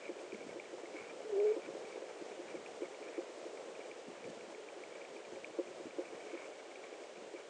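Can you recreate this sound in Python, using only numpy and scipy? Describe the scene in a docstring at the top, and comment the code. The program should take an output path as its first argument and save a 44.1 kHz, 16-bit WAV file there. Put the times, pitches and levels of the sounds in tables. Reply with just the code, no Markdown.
"""An owl at a nest gives one short low hoot: a trembling near sine, weak upper partials, throat air.
Drips ring the modes of the microphone's hollow housing; wind pops, drones and rumbles in it.
Small ticks and a patter ring near 2.3 kHz; twigs rustle as shaped noise.
The electronics add coloured hiss and a faint whine that sweeps in step with the mains."""
import sys
import numpy as np
from scipy import signal
from scipy.fft import rfft, irfft
from scipy.io import wavfile
from scipy.ndimage import uniform_filter1d

SR = 44100
rng = np.random.default_rng(int(sys.argv[2]) if len(sys.argv) > 2 else 0)


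def persist_wave(psi):
    """Save psi, clipped to +-1, as 16-bit WAV."""
    counts = np.round(np.clip(psi, -1, 1) * 32767).astype(np.int16)
    wavfile.write(sys.argv[1], SR, np.atleast_2d(counts).T)


N = 330573

# Hoot contour: (time [s], strongest partial before tremble [Hz], level of the strongest partial [dB])
HOOT_CONTOUR = [(1.25, 379.5, -49), (1.262, 432, -46), (1.272, 441, -43), (1.29, 426, -58),
                (1.299, 438, -40), (1.32, 408, -44.5), (1.329, 413, -34), (1.348, 391, -36),
                (1.368, 384, -33.5), (1.383, 399, -31.5), (1.4, 416.6, -31), (1.434, 406, -30.5),
                (1.45, 432, -29.5), (1.476, 417, -30), (1.5, 428, -32), (1.521, 432, -31), (1.53, 445, -47),
                (1.536, 447, -39), (1.554, 451, -40)]
# Hoot partials: (multiple of the strongest partial [1], relative level [dB], flutter depth [dB])
VOICE_PARTIALS = [(1, 0, .2), (1.5, -15, 1.3), (2, -29, 2.5)]
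# Throat air colour: (frequency [Hz], relative level [dB])
THROAT_AIR_COLOUR = [(250, -20), (400, -5), (520, 4), (600, -3), (700, 1), (800, -12), (1300, -40)]
# Housing modes: (frequency [Hz], relative level [dB], decay by 60 dB [s], sign at microphone [1])
HOUSING_MODES = [(314, -9.7, .042, 1), (362, -11.5, .09, -1), (435, 0, .023, -1), (464, -25.6, .125, -1),
                 (536, -12, .078, -1), (694, -30.2, .044, -1), (1010, -23, .025, 1)]
# Drips on the housing: (time [s], peak [dB], lowest mode over its usual strength [dB])
DRIP_KNOCKS = [(0.091, -32.5, 1), (0.229, -41, -6), (0.404, -40.5, -6), (0.5587, -37, -11),
               (0.7285, -36.5, -3), (0.8333, -40.5, 1), (0.942, -40.5, 10), (1.125, -42, -9),
               (1.564, -30.5, 2.5), (1.6787, -34.5, 0), (1.7507, -41, 1), (1.779, -56, 2),
               (2.019, -41, -22), (2.2126, -42, 9.5), (2.3914, -36, -1), (2.5415, -35.5, 0),
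               (2.8189, -32, -10), (3.0139, -48, -5), (3.0598, -45, -3), (3.179, -29, 1.5),
               (3.3491, -55, 0), (3.4546, -40.5, -5), (3.6742, -46.5, 2), (4.2633, -40.5, -11),
               (4.7649, -40.5, -8), (5.0119, -43.5, -14), (5.323, -41.5, -7), (5.3581, -41.5, 0),
               (5.5865, -25.5, -0.5), (5.7122, -45, -5), (5.798, -39, -5), (5.984, -28, 0),
               (6.124, -39.5, -1), (6.331, -35.5, 2), (6.3487, -37, 3), (7.3381, -36.5, 2)]
# Low pops of wind on the microphone: (time [s], peak [dB], pitch [Hz])
WIND_POPS = [(0.165, -41, 423), (0.327, -36, 375), (0.343, -39, 230), (0.355, -44, 382), (0.463, -40, 285),
             (0.491, -39.5, 495), (0.75, -39, 460), (1.108, -39.5, 420), (1.204, -38, 540),
             (1.244, -44, 358), (1.682, -50, 228), (1.835, -43, 418), (1.956, -37, 413), (1.975, -36, 433),
             (2.023, -40, 444), (2.223, -40, 425), (2.26, -41, 420), (2.281, -39, 415), (2.324, -44, 414),
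             (2.377, -47, 480), (2.441, -46, 450), (2.806, -38, 427), (2.82, -33.5, 387),
             (3.022, -39.5, 450), (3.094, -41, 450), (3.429, -38.5, 520), (3.544, -43, 450),
             (3.79, -38.5, 448), (4.098, -40, 393), (4.298, -43.5, 282), (5.319, -45, 376),
             (5.48, -43, 450), (5.854, -38, 376), (5.865, -37, 317), (6.166, -47, 455), (6.925, -38, 450),
             (7.174, -48, 266), (7.364, -49, 420)]
# Single ticks: (time [s], peak [dB], pitch [Hz])
SINGLE_TICKS = [(0.041, -52, 2290), (0.0533, -42, 2370), (0.0782, -50, 2230), (0.188, -51, 2360),
                (0.3208, -42.5, 2370), (0.3441, -45, 2250), (0.4035, -52, 2280), (0.426, -52, 2260),
                (0.521, -56, 2230), (0.5018, -53, 2200), (0.5976, -38.5, 2320), (0.6529, -50, 2280),
                (0.8555, -44.5, 2150), (0.938, -51, 2330), (0.9652, -47, 2220), (0.976, -49, 2220),
                (0.985, -49, 2250), (0.996, -48, 2310), (1.0071, -45, 2290), (1.0944, -54, 2350),
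                (1.102, -50, 2380), (1.2161, -55, 2230), (1.365, -54, 2300), (1.3995, -43, 2320),
                (1.466, -52, 2220), (1.483, -51, 2250), (1.52, -53, 2290), (1.617, -53, 2360),
                (1.63, -53, 2300), (1.66, -47, 2370), (1.85, -52, 2370), (1.904, -54, 2330),
                (1.924, -49, 2280), (1.9584, -51, 2250), (2.1874, -55, 2330), (2.4818, -49, 2280),
                (2.511, -47, 2280), (2.55, -56, 2330), (2.566, -52, 2200), (2.6609, -42, 2440),
                (2.83, -54, 2290), (2.853, -52, 2190), (2.9445, -46.5, 2290), (3.0255, -47.5, 2340),
                (3.047, -57, 2280), (3.0845, -51, 2380), (3.572, -48, 2280), (3.7504, -50, 2460),
                (3.8043, -49, 2320), (3.813, -50, 2290), (3.845, -53, 2370), (3.9127, -42, 2340),
                (4.2413, -45.5, 2300), (4.252, -54, 2290), (4.4079, -45.5, 2270), (4.5461, -47.5, 2280),
                (4.686, -45.5, 2380), (4.8357, -43, 2300), (4.9234, -52, 2220), (4.9521, -49, 2320),
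                (5.015, -44, 2340), (5.049, -45, 2290), (5.1637, -47, 2350), (5.249, -49, 2380),
                (5.3562, -52, 2260), (5.444, -36.5, 2360), (5.672, -52, 2400), (5.9065, -46, 2340),
                (6.0521, -50, 2420), (6.082, -57, 2290), (6.204, -54, 2310), (6.278, -57, 2300),
                (6.296, -49, 2270), (6.313, -53, 2260), (6.3355, -55, 2240), (6.346, -49, 2240),
                (6.377, -49, 2230), (6.398, -47, 2250), (6.411, -45, 2260), (6.4423, -47, 2300),
                (6.533, -56, 2300), (6.7131, -53, 2170), (6.7562, -44.5, 2380), (6.8379, -49, 2330),
                (6.865, -54, 2310), (6.936, -53, 2300), (7.0344, -53, 2190), (7.1556, -54, 2300),
                (7.17, -56, 2410), (7.36, -57, 2330)]
# Flurries of small ticks as the nest stirs: (start [s], end [s], level [dB], pitch [Hz])
TICK_FLURRIES = [(0, 0.106, -59.5, 2290), (0.273, 0.36, -81, 2270), (0.398, 0.448, -73, 2270),
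                 (0.486, 0.542, -64, 2160), (0.885, 0.945, -75, 2330), (0.95, 1.0, -59.5, 2210),
                 (1.0, 1.065, -60.5, 2200), (1.068, 1.083, -62, 2280), (1.092, 1.116, -65, 2380),
                 (1.45, 1.559, -62.5, 2290), (1.641, 1.681, -61, 2330), (1.822, 2.003, -72, 2300),
                 (2.08, 2.13, -66, 2340), (2.294, 2.33, -65, 2330), (2.47, 2.525, -65, 2300),
                 (2.538, 2.583, -64, 2270), (2.81, 2.863, -69, 2290), (3.01, 3.114, -66, 2330),
                 (3.12, 3.192, -63.5, 2260), (3.79, 3.824, -71, 2290), (4.106, 4.273, -71, 2250),
                 (4.883, 5.067, -72, 2290), (6.042, 6.09, -68, 2360), (6.15, 6.16, -63, 2210),
                 (6.198, 6.25, -67, 2290), (6.25, 6.376, -64, 2250), (6.362, 6.43, -56, 2236),
                 (6.423, 6.475, -64, 2380), (6.507, 6.55, -73, 2300), (6.588, 6.613, -62.5, 2230),
                 (6.83, 6.88, -66, 2330), (7.345, 7.43, -66, 2290)]
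# Steady patter of small ticks: (pitch [Hz], relative level [dB])
PATTER_PITCHES = [(2190, -11), (2240, 2), (2320, -3), (2430, 0)]
# Leaf and twig colour: (frequency [Hz], relative level [dB])
TWIG_COLOUR = [(600, -6.5), (1000, -1), (1600, -2), (2300, -4), (3000, -12), (3800, -21)]
# Breeze: (time [s], level of the drone in the housing [dB])
BREEZE_LEVEL = [(0, -51.5), (0.3, -50.5), (0.6, -52), (0.9, -50), (1.2, -50), (1.6, -49.5), (2.0, -49.5),
                (2.4, -50), (2.8, -49.5), (3.2, -49.5), (3.7, -49.5), (4.0, -51.5), (4.6, -51),
                (5.2, -51.5), (5.7, -52), (6.1, -50), (6.6, -51), (7.0, -52), (7.5, -52.5)]
# Drone colour: (frequency [Hz], relative level [dB])
DRONE_COLOUR = [(150, -29.5), (250, -14), (350, -4), (430, 0), (550, -1.5), (700, -7), (1000, -17.5),
                (1500, -30)]
# Low gusts: (peak time [s], peak level [dB], fade [dB/s])
GUST_TIMES = [(0.05, -64.5, 85), (0.34, -56, 139), (0.47, -57, 160), (0.6, -71, 7.5), (0.98, -74, 27.5),
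              (1.67, -60, 52), (2.22, -64, 48.5), (2.46, -57, 53), (3.55, -69.5, 25), (4.09, -61, 150),
              (4.26, -57.5, 67), (4.4, -72, 94), (4.85, -71, 31), (5.12, -68, 90), (5.32, -59, 86),
              (5.68, -62, 40), (5.86, -60, 198), (6.12, -65, 108), (7.18, -64, 172)]
# Gust colour: (frequency [Hz], relative level [dB])
GUST_COLOUR = [(30, -7.5), (60, -2.5), (100, 2.5), (160, 0.5), (220, 3), (300, -7.5), (420, -25.5)]
# Whine sweeps in each mains cycle: (start [cycle], end [cycle], from [Hz], to [Hz], mid-sweep rms [dB])
WHINE_SWEEPS = [(0.021, 0.154, 5050, 10610, -62), (0.324, 0.499, 6495, 2676, -68),
                (0.366, 0.519, 8120, 10180, -71.5), (0.477, 0.646, 6000, 10500, -69),
                (0.83, 0.961, 6130, 3670, -84.5)]
# Amplifier hiss colour: (frequency [Hz], relative level [dB])
HISS_COLOUR = [(20, -17), (60, -22.5), (150, -9), (400, -12.5), (1000, 0.5), (2000, 0.5), (3000, 0),
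               (4500, -8), (7000, -8.5), (10000, -18.5)]

WAVER_DEPTH_HZ, WAVER_RATE_HZ, WAVER_TOP_S = 4, 55, 1.452  # pitch tremble; highest at WAVER_TOP_S
OVERTONE_LOSS_DB_PER_DB, FULL_VOICE_DB = 2.5, -30.5  # upper partials lose this per dB under full voice
BRIGHTEST_S, DULLING_DB_PER_S = 1.41, 170  # upper partials fade after the brightest moment
THROAT_AIR_DB = -23.5
TICK_RISE_S, TICK_HOLD_S, TICK_TAIL_S, TICK_TAIL_DB = .0011, .0034, .006, -17
SOFT_TICK_DB, SOFT_TICK_STRETCH_PER_DB = -46, .15  # ticks under this peak hold longer
TICK_EDGE_RATIO, TICK_EDGE_DB = 1.137, -9.5  # weaker ring above each single tick
TICK_CYCLES, FAINT_TICK_HZ, FAINT_TICK_DB = 4.84, 2290, -57  # dB: peak of the smallest stray ticks
PATTER_DB = -76
CHIRR_CYCLES, CHIRR_POWER_SHARE = 16, .65  # share of flurry power on the flurry's own pitch
RUSTLE_OVER_BREEZE_DB, RUSTLE_OVER_FLURRY_DB = -12.5, -4
GUST_RISE_DB_PER_S, CALM_DB = 351, -79
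MAINS_HZ = 59.977
HISS_DB, FLOOR_DB = -61.5, -102
LOW_CUT_HZ, ROLL_HZ, EDGE_HZ = 220, 8180, 9975


def hoot():
    """Trembling near sine, unsteady partials that come out at full voice, air rushing in the throat."""
    s, hz, db = np.transpose(HOOT_CONTOUR)
    t = np.arange(N) / SR
    level_db = along(s, db)
    waver_hz = WAVER_DEPTH_HZ * np.cos(2 * np.pi * WAVER_RATE_HZ * (t - WAVER_TOP_S))
    strongest_hz = (along(s, hz) + waver_hz) * lumps(.005, .04)
    turns = np.cumsum(strongest_hz) / SR
    effort_db = OVERTONE_LOSS_DB_PER_DB * (level_db - FULL_VOICE_DB)
    effort_db -= DULLING_DB_PER_S * np.maximum(t - BRIGHTEST_S, 0)
    tone = np.zeros(N)
    for multiple, partial_db, flutter_db in VOICE_PARTIALS:
        partial = gain_of(partial_db) * np.sin(2 * np.pi * multiple * turns) * lumps(.0051, flutter_db)
        if multiple > 1:
            partial *= gain_of(effort_db)
        tone += partial
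    air = gain_of(THROAT_AIR_DB) * noise(THROAT_AIR_COLOUR)
    sounding = uniform_filter1d(1. * (t > s[0]) * (t < s[-1]), size=600)  # soft ends
    return (np.sqrt(2) * tone + air) * gain_of(level_db) * sounding


def knocks():
    """Drips strike the housing and ring its modes."""
    out = np.zeros(N)
    for at, db, low_db in DRIP_KNOCKS:
        add(out, at, gain_of(db) * knock(low_db))
    return out


def knock(low_db=0):
    """Decaying housing modes, swelling as the blow spreads through the wall; peak 1."""
    t = np.arange(SR // 5) / SR
    ring = np.zeros(len(t))
    for k, (hz, db, t60_s, sign) in enumerate(HOUSING_MODES):
        mode_db = db + low_db * (k == 0) - 60 * t / t60_s
        ring += sign * gain_of(mode_db) * np.sin(2 * np.pi * hz * t)
    ring *= 1 - np.exp(-t / .01)
    return ring / abs(ring).max()


def pops():
    """Wind pops on the microphone: short low blips."""
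    out = np.zeros(N)
    for at, db, hz in WIND_POPS:
        add(out, at, gain_of(db) * blip(hz, cycles=1.57))
    return out


def ticks():
    """Fast-rising rings with a weaker higher edge, over random stray ticks."""
    strays = drops(per_s=5.4, spread_db=1)
    out = gain_of(FAINT_TICK_DB) * ringing(strays, blip(FAINT_TICK_HZ, TICK_CYCLES))
    for at, db, hz in SINGLE_TICKS:
        stretch = 1 + SOFT_TICK_STRETCH_PER_DB * max(SOFT_TICK_DB - db, 0)
        add(out, at, gain_of(db) * tick(hz, stretch))
        add(out, at, gain_of(db + TICK_EDGE_DB) * blip(TICK_EDGE_RATIO * hz, TICK_CYCLES))
    return out


def tick(hz, stretch):
    """Sine that starts fast, holds a few cycles, drops to a faint tail; envelope peak 1."""
    t = np.arange(SR // 40) / SR
    hold = np.exp(-(t / (TICK_HOLD_S * stretch)) ** 3)
    tail = gain_of(TICK_TAIL_DB) * np.exp(-t / TICK_TAIL_S)
    shape = (1 - np.exp(-t / TICK_RISE_S)) ** 2 * (hold + tail)
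    return shape / shape.max() * np.sin(2 * np.pi * hz * t)


def patter():
    """Dense small ticks on several pitches, louder in flurries."""
    small = np.zeros(N)
    for hz, db in PATTER_PITCHES:
        small += gain_of(db) * ringing(drops(per_s=260, spread_db=1), blip(hz, cycles=10.7))
    level = gain_of(PATTER_DB) + np.sqrt(1 - CHIRR_POWER_SHARE) * stirring()
    return level * evened(small)


def chirr():
    """Flurry ticks on one pitch, dense enough to blend."""
    taps = drops(per_s=400, spread_db=3)
    out = np.zeros(N)
    for start, end, db, hz in TICK_FLURRIES:
        some = taps[round(start * SR):round(end * SR)]
        ring = evened(signal.oaconvolve(some, blip(hz, CHIRR_CYCLES), "same"))
        add(out, start, gain_of(db) * ring * signal.windows.tukey(len(some), .25))
    return np.sqrt(CHIRR_POWER_SHARE) * out


def stirring():
    """Flurry level: each swells, holds and fades."""
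    level = np.zeros(N)
    for start, end, db, _ in TICK_FLURRIES:
        add(level, start, gain_of(db) * signal.windows.tukey(round((end - start) * SR), .4))
    return level


def rustle():
    """Leaves and twigs: noise, faint in the breeze, louder as the nest stirs."""
    level = gain_of(RUSTLE_OVER_BREEZE_DB) * breeze() + gain_of(RUSTLE_OVER_FLURRY_DB) * stirring()
    return level * noise(TWIG_COLOUR) * lumps(.0074, 1.4)


def drone():
    """Moving air keeps the hollow droning, with many faint drips; both follow the breeze level."""
    faint_drips = evened(ringing(drops(per_s=60, spread_db=2), knock()))
    return breeze() * (noise(DRONE_COLOUR) * lumps(.029, 1) + gain_of(-16) * faint_drips)


def breeze():
    """Gain of the breeze at every sample."""
    return gain_of(along(*np.transpose(BREEZE_LEVEL)))


def gusts():
    """Low lumpy noise and random puffs rumble with each gust."""
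    puffs = evened(ringing(drops(per_s=23, spread_db=3), blip(234, cycles=.87)))
    return gusting() * (noise(GUST_COLOUR) * lumps(.0091, 4.5) + gain_of(-2) * puffs)


def gusting():
    """Calm air plus gusts that come up fast and fade at their own pace."""
    t = np.arange(N) / SR
    level = np.full(N, gain_of(CALM_DB))
    for at, db, fade_db_per_s in GUST_TIMES:
        drop_db = np.where(t < at, GUST_RISE_DB_PER_S * (at - t), fade_db_per_s * (t - at))
        level += gain_of(db - drop_db)
    return level


def whine():
    """Switching tone swept by the mains wave; detune and phase are random in each cycle."""
    cycles = np.arange(N) / SR * MAINS_HZ
    count = int(cycles[-1]) + 1
    out = np.zeros(N)
    for start, end, from_hz, to_hz, db in WHINE_SWEEPS:
        u = np.clip((cycles % 1 - start) / (end - start), 0, 1)  # progress through the sweep
        detune, phase = rng.standard_normal((2, count))[:, cycles.astype(int)]
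        hz = (from_hz + (to_hz - from_hz) * u) * (1 + .015 * detune)
        turns = np.cumsum(hz) / SR + phase
        out += np.sqrt(2) * gain_of(db) * np.sin(np.pi * u) * np.sin(2 * np.pi * turns)
    return out


def gain_of(db):
    """Decibels to a factor."""
    return 10 ** (np.asarray(db) / 20)


def evened(x):
    """Scaled to rms 1."""
    return x / np.sqrt(np.mean(x ** 2) + 1e-20)


def along(s, value):
    """Curve read at every sample."""
    return np.interp(np.arange(N) / SR, s, value)


def add(mix, s, sound):
    """Mixes a sound in at second s."""
    part = mix[round(s * SR):][:len(sound)]
    part += sound[:len(part)]


def noise(colour):
    """Steady noise of the given colour, rms 1."""
    hz, db = np.transpose(colour)
    bins_hz = np.fft.rfftfreq(N, 1 / SR)
    bins_db = np.interp(np.log(bins_hz + 1), np.log(hz), db)
    return evened(irfft(rfft(rng.standard_normal(N)) * gain_of(bins_db), N))


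def lumps(length_s, depth_db):
    """Randomly wandering gain, rms 1."""
    size = round(length_s * SR)
    slow = uniform_filter1d(uniform_filter1d(rng.standard_normal(N), size), size)
    return evened(gain_of(depth_db * evened(slow)))


def drops(per_s, spread_db):
    """Random impulses of at least 1, most of them small."""
    sizes = gain_of(spread_db * np.minimum(rng.exponential(1, N), 4))
    return sizes * (rng.random(N) < per_s / SR)


def ringing(impulses, sound):
    """Plays the sound at every impulse."""
    return signal.oaconvolve(impulses, sound)[:N]


def blip(hz, cycles):
    """Sine that swells for the given cycles and fades over twice as many; peak about 1."""
    turns = np.arange(round(3 * cycles * SR / hz)) * hz / SR
    x = turns / cycles
    swell = x ** 2 * np.exp(2 - 2 * x) * np.cos(np.pi * x / 6)
    return swell * np.sin(2 * np.pi * turns)


def scene():
    """All that reaches the microphone."""
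    nest = hoot() + ticks() + patter() + chirr() + rustle()
    housing = knocks() + pops() + drone() + gusts()
    return (nest + housing)[None]


def record(dry):
    """Low cut, amplifier hiss and whine, treble roll-off, band limit, faint white noise."""
    thin = signal.sosfilt(signal.butter(2, LOW_CUT_HZ, "high", fs=SR, output="sos"), dry)
    wired = thin + whine() + gain_of(HISS_DB) * noise(HISS_COLOUR)
    soft = signal.sosfilt(signal.butter(6, ROLL_HZ, fs=SR, output="sos"), wired)
    band_limit = signal.firwin(1023, EDGE_HZ, window=("kaiser", 9), fs=SR)
    cut = signal.oaconvolve(soft, band_limit[None], "same")
    return cut + gain_of(FLOOR_DB) * rng.standard_normal(dry.shape)


dry = scene()
out = record(dry)
persist_wave(out)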